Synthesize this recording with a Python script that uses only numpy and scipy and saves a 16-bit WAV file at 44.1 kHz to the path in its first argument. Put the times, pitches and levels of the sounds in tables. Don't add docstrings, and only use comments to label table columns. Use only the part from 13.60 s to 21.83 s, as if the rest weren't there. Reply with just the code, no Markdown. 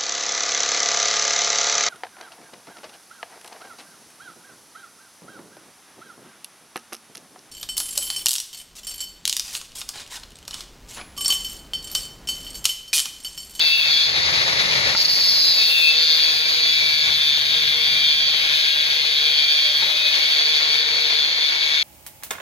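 import sys
import numpy as np
from scipy import signal
from scipy.fft import rfft, irfft, next_fast_len
from scipy.io import wavfile

SR = 44100
rng = np.random.default_rng(int(sys.argv[2]) if len(sys.argv) > 2 else 0)


def waveform_to_disk(signal):
    frames = np.transpose(np.atleast_2d(signal))
    scaled = np.clip(frames, -1, 1) * 32767
    samples = np.round(scaled).astype(np.int16)
    wavfile.write(sys.argv[1], SR, samples)


N = 362928

# t/s, speed/(turns per s)
WHEEL_SPEED = [(0.0, 158.0), (0.22, 152.6), (0.45, 159.3), (0.65, 171.5), (1.4, 184.4), (1.48, 185.1),
               (1.72, 181.2), (1.98, 173.6), (2.17, 159.8), (2.28, 154.5), (2.56, 157.3), (2.64, 155.2),
               (3.08, 154.7), (3.41, 152.6), (3.62, 149.8), (3.97, 147.6), (4.68, 149.8), (4.79, 147.7),
               (5.72, 148.1), (5.93, 149.8), (6.49, 147.8), (6.68, 149.4), (7.35, 151.0), (7.55, 149.6),
               (8.23, 149.1)]
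# multiple of the wheel speed, relative level/dB
RIM_BUMPS = [(2, -30.5), (13, -19), (15, -12.5), (17, -13.5), (18.5, -17), (21, -10), (22, -7.5), (24, -7),
             (30, -15.5), (32.5, -24), (46, -38.5)]


def wheel():
    # t/s, cutting level/dB, spark hiss level/dB
    bite_levels = [(0, -18.5, -33.5), (.18, -21, -32.5), (.3, -18, -41), (.45, -17, -39),
                   (1.37, -21.5, -32.5), (1.55, -17.5, -32.5), (1.9, -16, -34), (2.15, -15.5, -29.5),
                   (2.34, -13.5, -38), (2.46, -11, -34), (2.7, -13.5, -35.5), (3.6, -13.5, -37),
                   (4.05, -13.5, -37), (4.8, -13, -38), (6.5, -15.5, -37.5), (7.2, -16.5, -40.5),
                   (7.35, -18, -42.5), (8.23, -16.5, -41)]
    # t/s, dip/dB, half length/s
    bounces = [(1.439, 12, .007), (1.457, -4, .008), (1.472, 16, .009)]
    # t/s, level/dB
    grit_levels = [(1.36, -10), (1.7, -17), (6.5, -15), (6.56, -11)]
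    # f/Hz, level/dB
    tube_tone = [(500, -19.5), (1200, -9.5), (1600, 4.5), (2000, -2.5), (2350, 3), (2950, -3.5), (3400, 1),
                 (4000, 0), (4500, 8.5), (5050, 5), (5800, 3), (6800, 10), (7500, -3.5)]
    # f/Hz, level/dB
    spark_tone = [(7500, -28), (8500, 5.5), (11000, 1.5), (13500, 6), (15500, 11.5)]
    lifted_cut_db, lifted_sparks_db = -8, -16
    tremble_db, grit_clump_db, spark_flicker_db = .8, 1.2, 1.8

    turns = turns_so_far() + .004 * drift(9.1)
    cutting_db, sparks_db = in_time(bite_levels) + lifted() * [[lifted_cut_db], [lifted_sparks_db]]
    bite_db = tremble_db * drift(27.0) - bump(bounces)

    grit_db = in_time(grit_levels)[0] + grit_clump_db * drift(7.0)
    whining = whine(turns, wander_db=3.5, waver_rad=.4, scatter=0.67)
    rim = whining + from_db(grit_db) * grit(turns, pulse_db=4)
    tube = rms_one(colour(rim, tube_tone))

    gate_db = 1.1 * np.cos(2 * np.pi * turns) + 3.7 * np.cos(4 * np.pi * turns)
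    hiss = rms_one(colour(rng.standard_normal((2, N)), spark_tone))
    sparks = hiss * from_db(gate_db + spark_flicker_db * drift(22.0))
    return from_db(bite_db) * (from_db(cutting_db) * tube + from_db(sparks_db) * sparks)


def whine(turns, wander_db, waver_rad, scatter):
    # start/s, end/s, lowest multiple, highest multiple, rise/dB
    singing = [(0, 0.27, 17, 17, 25), (0, .22, 29, 29, 13.5), (0, 0.252, 22, 25, 9),
               (0.126, 0.203, 18, 18, 27), (.2, .46, 28, 28, 4), (0.322, 0.474, 21, 22, 12),
               (1.36, 1.74, 22, 28, 4), (1.73, 1.926, 23, 23, 9), (1.67, 1.923, 28, 28, 8),
               (1.753, 2.12, 26, 27, 6), (1.974, 2.042, 15, 15, 16), (2.02, 2.296, 16, 16, 15),
               (2.09, 2.307, 17, 17, 22), (1.992, 2.21, 20, 23, 7), (2.18, 2.346, 22, 24, 4),
               (2.205, 2.56, 27, 29, 2.5), (2.364, 3.95, 24, 24, -1), (3.346, 3.775, 23, 24, 5.5),
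               (2.812, 3.17, 29, 30, 3), (2.8, 3.526, 15, 15, 10), (3.15, 4.0, 26, 26, 5),
               (3.2, 3.8, 17, 17, 1), (3.76, 4.615, 30, 30, 2), (4.194, 4.75, 16, 16, 7.5),
               (4.182, 4.62, 22, 22, 4.5), (4.4, 4.8, 21, 21, 8), (4.6, 5.75, 24, 24, -1),
               (4.603, 5.5, 17, 17, 6), (5.623, 6.022, 16, 16, 10.5), (5.66, 6.17, 21, 22, 8),
               (5.61, 6.223, 30, 30, 7.5), (6.21, 6.54, 17, 17, 13.5), (6.2, 6.545, 25, 27, 7),
               (6.525, 7.3, 30, 30, 6.5), (6.546, 8.3, 15, 15, 10.5), (7.316, 7.854, 29, 29, 10)]
    squeal_wander = .3
    waver_hz = 8

    squeals = []
    for start, end, lowest, highest, up_db in singing:
        squeals.append((round(lowest), round(highest), up_db, swell(start, end, 0.018)))
    out = np.zeros(N)
    for multiple in range(9, 46):
        level_db, loose = on_log(RIM_BUMPS, multiple), 1
        for lowest, highest, up_db, squeal in squeals:
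            if lowest <= multiple <= highest:
                level_db = level_db + up_db * squeal
                loose = np.minimum(loose, 1 - (1 - squeal_wander) * squeal)
        start_turns = scatter * rng.random()
        phase = 2 * np.pi * (multiple * turns + start_turns) + waver_rad * drift(waver_hz)
        out += from_db(level_db + loose * wander_db * drift(4.7)) * np.sin(phase)
    return out / 5


def grit(turns, pulse_db):
    steps_per_turn = 256
    along_rim = colour(spread_noise(.3, size=400000), RIM_BUMPS, per_unit=steps_per_turn)
    throb = from_db(pulse_db * np.cos(2 * np.pi * turns))
    passing = [np.interp(steps_per_turn * turns, np.arange(len(rim)), rim) for rim in along_rim]
    return throb * rms_one(np.array(passing))


def turns_so_far():
    return np.cumsum(in_time(WHEEL_SPEED)[0]) / SR


def lifted():
    off_s, on_s = .48, 1.36
    ease_s, bite_s = .04, .008
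    times = [off_s - ease_s, off_s + ease_s, on_s - bite_s, on_s + bite_s]
    return np.interp(np.arange(N) / SR, times, [0, 1, 1, 0])


def hum():
    # start/s, end/s, multiple of the wheel speed, level/dB
    hum_spells = [(0.55, 1.413, 3.07, -47), (2.26, 3.083, 3.1, -46), (3.855, 4.298, 3.17, -47),
                  (4.655, 5.302, 4.0, -46.5), (5.24, 5.763, 3.24, -45), (5.913, 6.703, 4.0, -46.5),
                  (6.78, 7.6, 3.1, -48)]
    width_hz, steady = 11, .7
    turns, out = turns_so_far(), np.zeros(N)
    along, across = drift(width_hz), drift(width_hz)
    for start, end, multiple, db in hum_spells:
        phase = 2 * np.pi * multiple * turns
        tone = (steady + along) * np.cos(phase) + across * np.sin(phase)
        out += from_db(db) * swell(start, end, 0.037) * tone
    return out


def knocks():
    # t/s, level of its middle mode/dB, hardness/(dB per octave)
    blows = [(1.35, -15, 8), (6.223, -26, -8)]
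    # f/Hz, level/dB, time to fall 60 dB/s
    frame_modes = [(900, -10, .12), (1400, 0, .018), (2000, -5, .015)]
    out = np.zeros(N)
    for s, peak_db, hard_db in blows:
        first = round(s * SR)
        t = np.arange(N - first) / SR
        for hz, level_db, t60 in frame_modes:
            octaves_up = np.log2(hz / frame_modes[1][0])
            strength_db = peak_db + level_db + hard_db * octaves_up + rng.normal(0, 1)
            out[first:] += from_db(strength_db - 60 * t / t60) * np.sin(2 * np.pi * hz * t)
    return out


def roar():
    # f/Hz, level/dB
    roar_tone = [(220, -16.5), (560, -5.5), (800, -7.5), (1200, -5), (1600, -2.5), (2230, 6), (2900, -3.5),
                 (4100, 4), (5000, -7.5), (6800, -13), (7500, -31), (11000, -23), (13500, -32)]
    flutter_db = 0.4 * np.cos(2 * np.pi * 100 * np.arange(N) / SR) + 2.0 * drift(19.7)
    return from_db(roar_db() + flutter_db) * rms_one(colour(spread_noise(0.25), roar_tone))


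def roar_db():
    # t/s, rise/dB, half length/s
    surges = [(.15, -0.5, .15), (.3, 4, 0.051), (1.8, 0, 0.66), (2.38, 1.5, 0.034), (3.5, 4.5, 0.053),
              (4.77, 3, 0.098), (6.26, 5, 0.082), (7.3, 4, 0.72)]
    base_db, base_turns_per_s, db_per_turn_per_s, lifted_up_db = -27.5, 151.2, 0.1246, 6
    faster = in_time(WHEEL_SPEED)[0] - base_turns_per_s
    return base_db + db_per_turn_per_s * faster + lifted_up_db * lifted() + bump(surges)


def rumble():
    # t/s, level against the roar/dB
    traffic_levels = [(0, -26), (.6, -21), (1.3, -21), (2.3, -28), (3.2, -21), (4.4, -17.5), (4.7, -23),
                      (8.23, -32)]
    # f/Hz, level/dB
    traffic_tone = [(36, -5), (65, -0.5), (81, 6.5), (100, -2.5), (120, 6.5), (165, 2), (200, 1)]
    level_db = in_time(traffic_levels)[0] + roar_db()
    return from_db(level_db) * rms_one(colour(spread_noise(0.073), traffic_tone))


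def ports(x):
    # f/Hz, lag of the right/rad, drop of the right/dB, direct share of the power
    port_table = [(30, 0.04, 2.5, .9), (860, .9, 3.5, .92), (1300, 2.8, 3.5, .9), (2240, 3.4, 9, .9),
                  (2760, 4.1, 6, .78), (2930, 3.7, 2, .68), (3360, .5, 2, .9), (4130, .6, 4, .9),
                  (4900, 2, -2.5, .88), (6400, 6.1, 1, .72), (7400, 6.4, 1, .6), (8400, 6.4, 4, .06),
                  (16000, 6.4, .5, .12)]
    echo_t60_s = .25
    size = next_fast_len(N + SR)
    hz = np.arange(size // 2 + 1) * SR / size
    lag_rad = np.interp(hz, np.array(port_table)[:, 0], np.array(port_table)[:, 1])
    direct = np.clip(on_log(port_table, hz, column=3), 0, 1)

    t = np.arange(SR // 2) / SR
    tails = rng.standard_normal((2, len(t))) * from_db(-60 * t / echo_t60_s) * (t > .006)
    echo = rfft(tails / np.linalg.norm(tails, axis=1, keepdims=True), size)

    straight = np.array([1 + 0 * hz, np.exp(-1j * lag_rad)])
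    arrival = np.sqrt(direct) * straight + np.sqrt(1 - direct) * echo
    arrival[1] *= from_db(-on_log(port_table, hz, column=2))
    return irfft(arrival * rfft(x, size), size)[:, :N]


def spread_noise(own, size=N):
    shared, *alone = rng.standard_normal((3, size))
    own = np.clip(own, 0, 1)
    return np.sqrt(1 - own) * shared + np.sqrt(own) * np.array(alone)


def colour(x, spectrum, per_unit=SR):
    at = np.arange(x.shape[-1] // 2 + 1) * per_unit / x.shape[-1]
    below = (spectrum[0][0] / 2, spectrum[0][1] - 30)
    above = (spectrum[-1][0] * 2, spectrum[-1][1] - 30)
    gain = from_db(on_log([below, *spectrum, above], at))
    return irfft(rfft(x) * gain, x.shape[-1])


def drift(rate_hz):
    r = np.exp(-128 * np.pi * rate_hz / SR)
    noise = rng.standard_normal(N // 64 + 1002)
    slow = signal.lfilter([1], [1, -2 * r, r * r], noise)[1000:]
    return np.interp(np.arange(N) / 64, np.arange(len(slow)), rms_one(slow))


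def swell(start, end, fade):
    times = [start - fade, start + fade, end - fade, end + fade]
    return np.interp(np.arange(N) / SR, times, [0, 1, 1, 0])


def bump(rows):
    t = np.arange(N) / SR
    return sum(db * np.exp(-((t - s) / half) ** 2) for s, db, half in rows)


def in_time(rows):
    s, *columns = np.transpose(rows)
    return [np.interp(np.arange(N) / SR, s, c) for c in columns]


def on_log(points, at, column=1):
    table = np.array(points)
    return np.interp(np.log(at + 1e-6), np.log(table[:, 0]), table[:, column])


def from_db(db):
    return 10 ** (np.asarray(db) / 20)


def rms_one(x):
    return x / np.sqrt(np.mean(x ** 2) + 1e-20)


def scene():
    return ports(wheel() + roar() + rumble() + hum()) + knocks()


def record(dry):
    rounded = np.tanh(dry)
    low_pass = signal.cheby2(14, 80, 15900, fs=SR, output="sos")
    return signal.sosfilt(low_pass, rounded)


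dry = scene()
out = record(dry)
waveform_to_disk(out)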